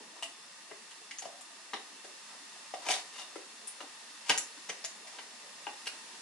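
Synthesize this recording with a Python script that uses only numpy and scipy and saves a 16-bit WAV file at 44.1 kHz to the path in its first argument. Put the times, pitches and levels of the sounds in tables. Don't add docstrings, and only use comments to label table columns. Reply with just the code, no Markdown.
import sys
import numpy as np
from scipy import signal
from scipy.fft import rfft, irfft
from scipy.io import wavfile
from scipy.ndimage import uniform_filter1d

SR = 44100
rng = np.random.default_rng(int(sys.argv[2]) if len(sys.argv) > 2 else 0)


def transcribe(u):
    v = np.clip(np.atleast_2d(u).T, -1, 1)
    q = np.round(v * 32767).astype(np.int16)
    wavfile.write(sys.argv[1], SR, q)


def ratio_of_db(decibels):
    return 10 ** (np.asarray(decibels, float) / 20)


N = 274008
RING = SR // 5

# f/Hz, level/dB
CUP_MODES = [(262, -12.5), (320, -10), (366, -8.5), (420, -3), (470, -10.5), (583, 2), (645, -0.5),
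             (727, 11), (772, 2), (866, -10), (935, 14.5), (1035, 4.5), (1085, 2), (1156, 4), (1224, 5),
             (1290, -16.5), (1351, 5.5)]
# f/Hz, level/dB
TONG_MODES = [(1640, -1.5), (1840, -12), (1945, 1.5), (2046, 3.5), (2257, -1.5), (2335, 4), (2490, -1.5),
              (2680, -3.5), (2780, 3.5), (2993, 7.5), (3114, -4.5), (3283, 2.5), (3600, 0), (3900, -4),
              (4250, -22.5), (4440, 0), (4720, -0.5), (5010, -11), (5315, 2), (5520, -19), (5890, -4),
              (6220, 0), (6570, -11), (6900, -2), (7390, -1.5), (8150, 2.5), (8840, -3), (9300, -1),
              (9840, -4), (10700, 0.5)]
TONG_PARTS_HZ = [3400, 7000]


def rms_one(x):
    return x / np.sqrt(np.mean(x ** 2) + 1e-20)


def in_time(rows, outside=None):
    s, *columns = np.transpose(rows)
    return [np.interp(np.arange(N) / SR, s, c, outside, outside) for c in columns]


def at_hz(points, hz):
    point_hz, db = np.array(points).T[:2]
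    return np.interp(np.log(hz), np.log(point_hz), db)


def drift(rate):
    coarse = 40
    r = np.exp(-2 * coarse * np.pi * rate / SR)
    noise = rng.standard_normal(N // coarse + 2002)
    slow = signal.lfilter([1], [1, -2 * r, r * r], noise)[2000:]
    return np.interp(np.arange(N) / coarse, np.arange(len(slow)), rms_one(slow))


def band(x, low_hz, high_hz):
    return signal.sosfilt(signal.butter(2, [low_hz, high_hz], "band", fs=SR, output="sos"), x)


def resonance(x, hz, width_hz):
    r = np.exp(-np.pi * width_hz / SR)
    top, bottom = [(1 - r * r) / 2, 0, (r * r - 1) / 2], [1, -2 * r * np.cos(2 * np.pi * hz / SR), r * r]
    return signal.lfilter(top, bottom, x)


def mode_rings(modes, t60):
    hz, db = np.transpose(modes)[:, :, None]
    t = np.arange(RING) / SR
    decay_db = 60 * t / t60 * (hz / hz.min()) ** 0.69
    return ratio_of_db(db - db.max() - decay_db) * np.sin(2 * np.pi * hz * t)


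def blow(rings, weights, chatter_s):
    out = np.zeros(RING + SR // 10)
    for k, (when, size) in enumerate(rng.random((5, 2))):
        at = int(np.clip(when * chatter_s, 0, .09) * SR) * (k > 0)
        uneven = ratio_of_db(2.4 * rng.standard_normal(len(rings))) * rng.choice([-1, 1], len(rings))
        force = 1 if k == 0 else 1.07 * size
        out[at:at + RING] += (weights * uneven) @ rings * force
    return out / (np.abs(out).max() + 1e-20)


def crack(low_hz, high_hz):
    t60_s = 0.013
    fading = rng.standard_normal(RING) * ratio_of_db(-60 * np.arange(RING) / SR / t60_s)
    burst = band(fading, low_hz, high_hz)
    return burst / np.abs(burst).max()


def add(track, s, sound):
    at = max(round(s * SR), 0)
    track[at:at + len(sound)] += sound[:N - at]


def banded(excite, spectrum, lowest_hz, patchy_db):
    # f/Hz, likeness/1
    likeness = [(60, 0.08), (140, 0.95), (350, 0.65), (830, 0.35), (2000, 0.18), (4810, 0.024),
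                (11600, 0.011)]
    out, edges = 0, lowest_hz * 2 ** (np.arange(13) / 3)
    for k, (low, high) in enumerate(zip(edges, edges[1:])):
        mid, side = band(excite[k % 2], low, high)
        hz = np.sqrt(low * high)
        alike = np.clip(at_hz(likeness, hz), -1, 1)
        gain = ratio_of_db(at_hz(spectrum, hz) + patchy_db * drift(8.2))
        stereo = np.sqrt(1 + alike) * mid + np.sqrt(1 - alike) * side * [[1], [-1]]
        out = out + gain * stereo
    return rms_one(out)


def oil():
    # t/s, level/dB
    vigour = [
        (0, -51.5),
        (1.5, -51),
        (2.8, -49),
        (3.5, -50),
        (4.5, -49),
        (5.3, -50),
        (5.9, -48),
        (6.21, -48.5),
    ]
    # f/Hz, density/(dB per Hz)
    hiss = [(410, -37), (700, -13), (823, -9), (913, 1.5), (1430, -8), (1790, 1), (2220, -6.5),
            (2680, -2.5), (3180, -4), (4560, -1), (11100, -8.5), (14400, -41), (22000, -120)]
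    # f/Hz, width/Hz, level/dB
    pot_modes = [(900, 21, -19.5), (1227, 30, -17.5), (1855, 110, -13), (2682, 79, -14.5),
                 (3534, 25, -16.5), (4330, 77, -17.5), (5110, 11, -17)]
    bursts = (rng.random(N) < 3000 / SR) * rng.exponential(1, N)
    fizz = rng.standard_normal((2, 2, N)) * (1 + 0.32 * bursts)
    inner = rng.standard_normal(N) + .5 * rng.standard_normal((2, N))
    pot = sum(ratio_of_db(db) * rms_one(resonance(inner, hz, width_hz)) for hz, width_hz, db in pot_modes)
    return ratio_of_db(in_time(vigour)[0]) * rms_one(banded(fizz, hiss, 731, patchy_db=0.2) + pot)


def hum():
    # t/s, level/dB
    roar = [
        (0, -56),
        (.4, -66.5),
        (2.5, -62.5),
        (4.2, -65),
        (5, -61.5),
        (6.21, -61.5),
    ]
    # f/Hz, density/(dB per Hz)
    colour = [(35, -81), (60, -40), (227, -2), (277, -3), (308, -6), (562, -4.5), (589, 2.5), (1000, -12),
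              (1300, -33), (2200, -120)]
    return ratio_of_db(in_time(roar)[0]) * banded(rng.standard_normal((2, 2, N)), colour, 62.1, patchy_db=4.0)


def knocks():
    # t/s, wall tone peak level/dB, wall tone f/Hz, base level/dB, upper wall level/dB
    hard_knocks = [(0.004, -48, 856, -52.5, -54.5), (0.225, -38, 670, -70, -41.5),
                   (0.712, -44.5, 650, -43, -42.5), (1.733, -31, 772, -43.5, -34),
                   (1.741, -44, 760, -40, -44.5), (2.045, -40.5, 740, -46.5, -56),
                   (2.738, -27.5, 724, -57, -45), (2.89, -23, 711, -44, -40),
                   (3.356, -40.5, 773, -38.5, -39.5), (3.804, -40.5, 734, -48, -43.5),
                   (3.83, -48, 770, -42, -51), (4.292, -37, 910, -33, -34.5), (4.299, -29, 763, -38.5, -27),
                   (4.303, -29.5, 720, -37, -39), (4.69, -40, 712, -40.5, -47),
                   (5.19, -40.5, 900, -63, -44.5), (5.668, -33.5, 799, -43, -35),
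                   (5.867, -44, 754, -62, -58)]
    # t/s, peak level/dB, f/Hz
    light_bumps = [(1.222, -35.5, 732), (1.239, -42, 753), (1.255, -31, 694), (1.269, -45, 611),
                   (1.301, -50, 710), (1.333, -46.5, 562), (2.757, -42, 757), (2.779, -44, 730),
                   (2.867, -31.5, 720), (2.9, -26.5, 755), (4.842, -40.5, 667)]
    chatter_s, wall_t60_s, cup_t60_s = 0.006137, 0.053, 0.037
    out, rings = np.zeros(N), mode_rings(CUP_MODES, cup_t60_s)
    part = np.digitize(np.array(CUP_MODES)[:, 0], [500, 900])
    t = np.arange(RING) / SR
    bumps = [(s, db, hz, db - 23, db - 16) for s, db, hz in light_bumps]
    for s, peak_db, hz, base_db, upper_db in [*hard_knocks, *bumps]:
        wall = ratio_of_db(-60 * t / wall_t60_s) * np.sin(2 * np.pi * hz * t)
        wall_weights = np.r_[1, .55 * (part == 1)]
        add(out, s, ratio_of_db(peak_db - 3.5) * blow(np.vstack([wall, rings]), wall_weights, chatter_s))
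        add(out, s, ratio_of_db(peak_db - 10) * crack(477, 970))
        add(out, s + 0.00282, ratio_of_db(base_db - 1.0) * blow(rings, part == 0, 2 * chatter_s))
        add(out, s + 0.00278, ratio_of_db(base_db - 1.5) * crack(256, 580))
        add(out, s, ratio_of_db(upper_db + 4.5) * blow(rings, part == 2, chatter_s))
        add(out, s, ratio_of_db(upper_db) * crack(840, 1330))
    return band(out, 237, 3100)


def drags():
    # start t/s, top t/s, end t/s, cup level/dB, steel level/dB
    strokes = [
        (0.158, .16, .2, -57, -69),
        (1.4, 1.42, 1.39, -58, -59),
        (2.252, 2.34, 2.37, -56.5, -66),
        (2.815, 2.884, 2.885, -44, -47),
        (2.865, 2.909, 3.024, -41, -34),
        (3.122, 3.21, 3.235, -49.5, -49),
        (4.249, 4.289, 4.292, -49, -43),
        (4.788, 4.833, 4.77, -52, -53),
        (5.063, 5.07, 5.24, -64.5, -63),
    ]
    # t/s, level/dB
    sing = [
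        (3.14, -59),
        (3.16, -53),
        (3.22, -48),
        (3.27, -64),
    ]
    faint_db, silent_db, sing_width_hz = -65, -200, 70
    ends = (faint_db, faint_db)
    swells = [in_time([(start, *ends), (top, cup_db, steel_db), (end, *ends)], silent_db)
              for start, top, end, cup_db, steel_db in strokes]
    cup, steel = ratio_of_db(np.max(swells, axis=0))
    levels = [cup] + [steel * ratio_of_db(db) for db in [-0.5, 3.5, -2.5]]
    tong_modes = np.array(TONG_MODES)
    tong_part = np.digitize(tong_modes[:, 0], TONG_PARTS_HZ)
    parts = [CUP_MODES] + [tong_modes[tong_part == k] for k in range(3)]
    slipping = rng.random(N) < 1300 * ratio_of_db(2.5 * drift(30)) / SR
    slips = slipping * ratio_of_db(3.4 * np.minimum(rng.exponential(1, N), 4))
    song = sum(resonance(slips + 1e-18, hz, sing_width_hz) for hz in [3680, 2830])
    out = ratio_of_db(in_time(sing, silent_db)[0]) * rms_one(song)
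    for modes, level in zip(parts, levels):
        rung = 0
        for hz, db in modes:
            dealt = slips * rng.standard_normal(N) + 1e-18
            rung = rung + ratio_of_db(db) * rms_one(resonance(dealt, hz, 40 + 0.043 * hz))
        out = out + level * rms_one(rung)
    return out


def clicks():
    # t/s, favoured modes' peak level/dB, their f/Hz, whole tool
    # level/dB, tilt arm to hinge/dB
    strikes = [(0.2242, -19.5, 2870, -45, 12), (0.2314, -22, 2740, -38, 2), (0.7112, -32.5, 2070, -60, -11),
               (1.1097, -36, 2280, -40.5, -5), (1.7337, -19.5, 3820, -39.5, -6.5),
               (1.74, -31, 5300, -53, -9), (1.7616, -29, 3500, -53, -9), (2.7393, -38, 2830, -43, 0),
               (2.8643, -30, 2510, -49, 6), (2.886, -16, 2530, -31, 1.5), (2.9135, -24, 2480, -37, -3),
               (2.9323, -15.5, 3720, -44, -2), (3.3553, -37, 2060, -46, -0.5),
               (3.8043, -31, 2830, -43.5, -1.5), (4.2912, -21, 3330, -32, 3),
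               (4.2949, -13, 2780, -22, -3.5), (4.3022, -13.5, 1930, -26, -6.5),
               (4.3106, -18, 2950, -37, -8), (5.1847, -38, 2740, -49, -9.5), (5.667, -25.5, 2700, -52, -13),
               (5.858, -29, 2760, -46, 1), (5.8688, -18, 2670, -38, -3),
               (0.9094, -36.5, 3060, -48, 4), (1.1845, -21, 6550, -46, 0), (1.192, -27, 7000, -47, 5),
             (1.4098, -36, 7390, -52.5, 13), (2.9002, -12, 5250, -37, -3), (3.672, -17.5, 9500, -55, 20),
             (4.376, -12, 6400, -28.5, 7.5), (4.3824, -16, 7440, -39, 5), (4.6895, -19, 6000, -40, 1),
             (4.6942, -17.5, 5720, -36.5, -5), (4.841, -24, 5530, -41, 0), (4.847, -16.5, 6640, -36, 3),
             (5.8694, -21, 4550, -39, 0.5), (5.1855, -33, 4100, -53, -8)]
    # t/s, level of these modes and of the whole tool/dB
    touches = [
        (1.22, -44),
        (1.2514, -46.5),
        (2.0457, -47.5),
        (5.0718, -47),
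    ]
    tip_lift_db, tong_t60_s = 2.5, 0.026
    out, rings = np.zeros(N), mode_rings(TONG_MODES, tong_t60_s)
    mode_hz, edges = np.array(TONG_MODES)[:, 0], [1400, *TONG_PARTS_HZ, 13000]
    part = np.digitize(mode_hz, TONG_PARTS_HZ)
    ticks = [(s, db, 2000, db, 0) for s, db in touches]
    for s, peak_db, hz, tool_db, tilt_db in [*strikes, *ticks]:
        near = np.exp(-(np.log2(mode_hz / hz) / 0.11) ** 2)
        s += .0008
        add(out, s, ratio_of_db(peak_db - 9.0) * blow(rings, near, 0.0069))
        add(out, s, ratio_of_db(peak_db - 22.5) * crack(hz / 1.09, hz * 1.23))
        for k, db in enumerate([tool_db - tilt_db, tool_db + tip_lift_db, tool_db + tilt_db]):
            add(out, s, ratio_of_db(db + 2.0) * blow(rings, part == k, 0.0096))
            add(out, s, ratio_of_db(db + 2.5) * crack(edges[k], edges[k + 1]))
    return out


def kitchen(x):
    bass_t60_s, treble_t60_s, early_t60_s, split_hz = 0.28, 0.23, 0.042, 1980
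    t = np.arange(SR // 2) / SR
    both, own = rng.standard_normal(len(t)), rng.standard_normal((2, 2, len(t)))
    bass = band(both + 0.53 * own[0], 146, split_hz) * ratio_of_db(-60 * t / bass_t60_s)
    treble = band(0.18 * both + own[1], split_hz, 15500) * ratio_of_db(-60 * t / treble_t60_s)
    echoes = (bass + 1.075 * treble) * np.clip((t - .002) / 0.0023, 0, 1)
    echoes = echoes * (1 + 2.17 * ratio_of_db(-60 * t / early_t60_s))
    tone = rfft(echoes)
    near_hz, wide_hz = [uniform_filter1d(np.abs(tone) ** 2, size=k, axis=1) for k in (12, 400)]
    echoes = irfft(tone * np.sqrt(wide_hz / (near_hz + 1e-12)))[:, :SR // 3]
    echoes = echoes * np.clip(t[:SR // 3] / .002, 0, 1)
    return signal.fftconvolve(x[None], echoes / np.sqrt(np.sum(echoes ** 2) / 2), axes=1)[:, :N]


def scene():
    kitchen_db = -2
    cup, steel = knocks() + drags(), clicks()
    near = cup * ratio_of_db(np.array([[1.8], [-1.8]])) + steel * ratio_of_db(np.array([[-.3], [.3]]))
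    near[1, 2:] = 0.55 * near[1, :-2] + 0.25 * near[1, 2:]
    return near + ratio_of_db(kitchen_db) * kitchen(cup + steel) + oil() + hum()


def top_cut(x):
    return signal.sosfilt(signal.butter(12, 12150, fs=SR, output="sos"), x)


def record(dry):
    thin = signal.sosfilt(signal.butter(3, 150, "high", fs=SR, output="sos"), dry)
    cut = signal.sosfilt(signal.ellip(9, 1, 48, 11110, fs=SR, output="sos"), thin)
    return top_cut(cut)


dry = scene()
out = record(dry)
transcribe(out)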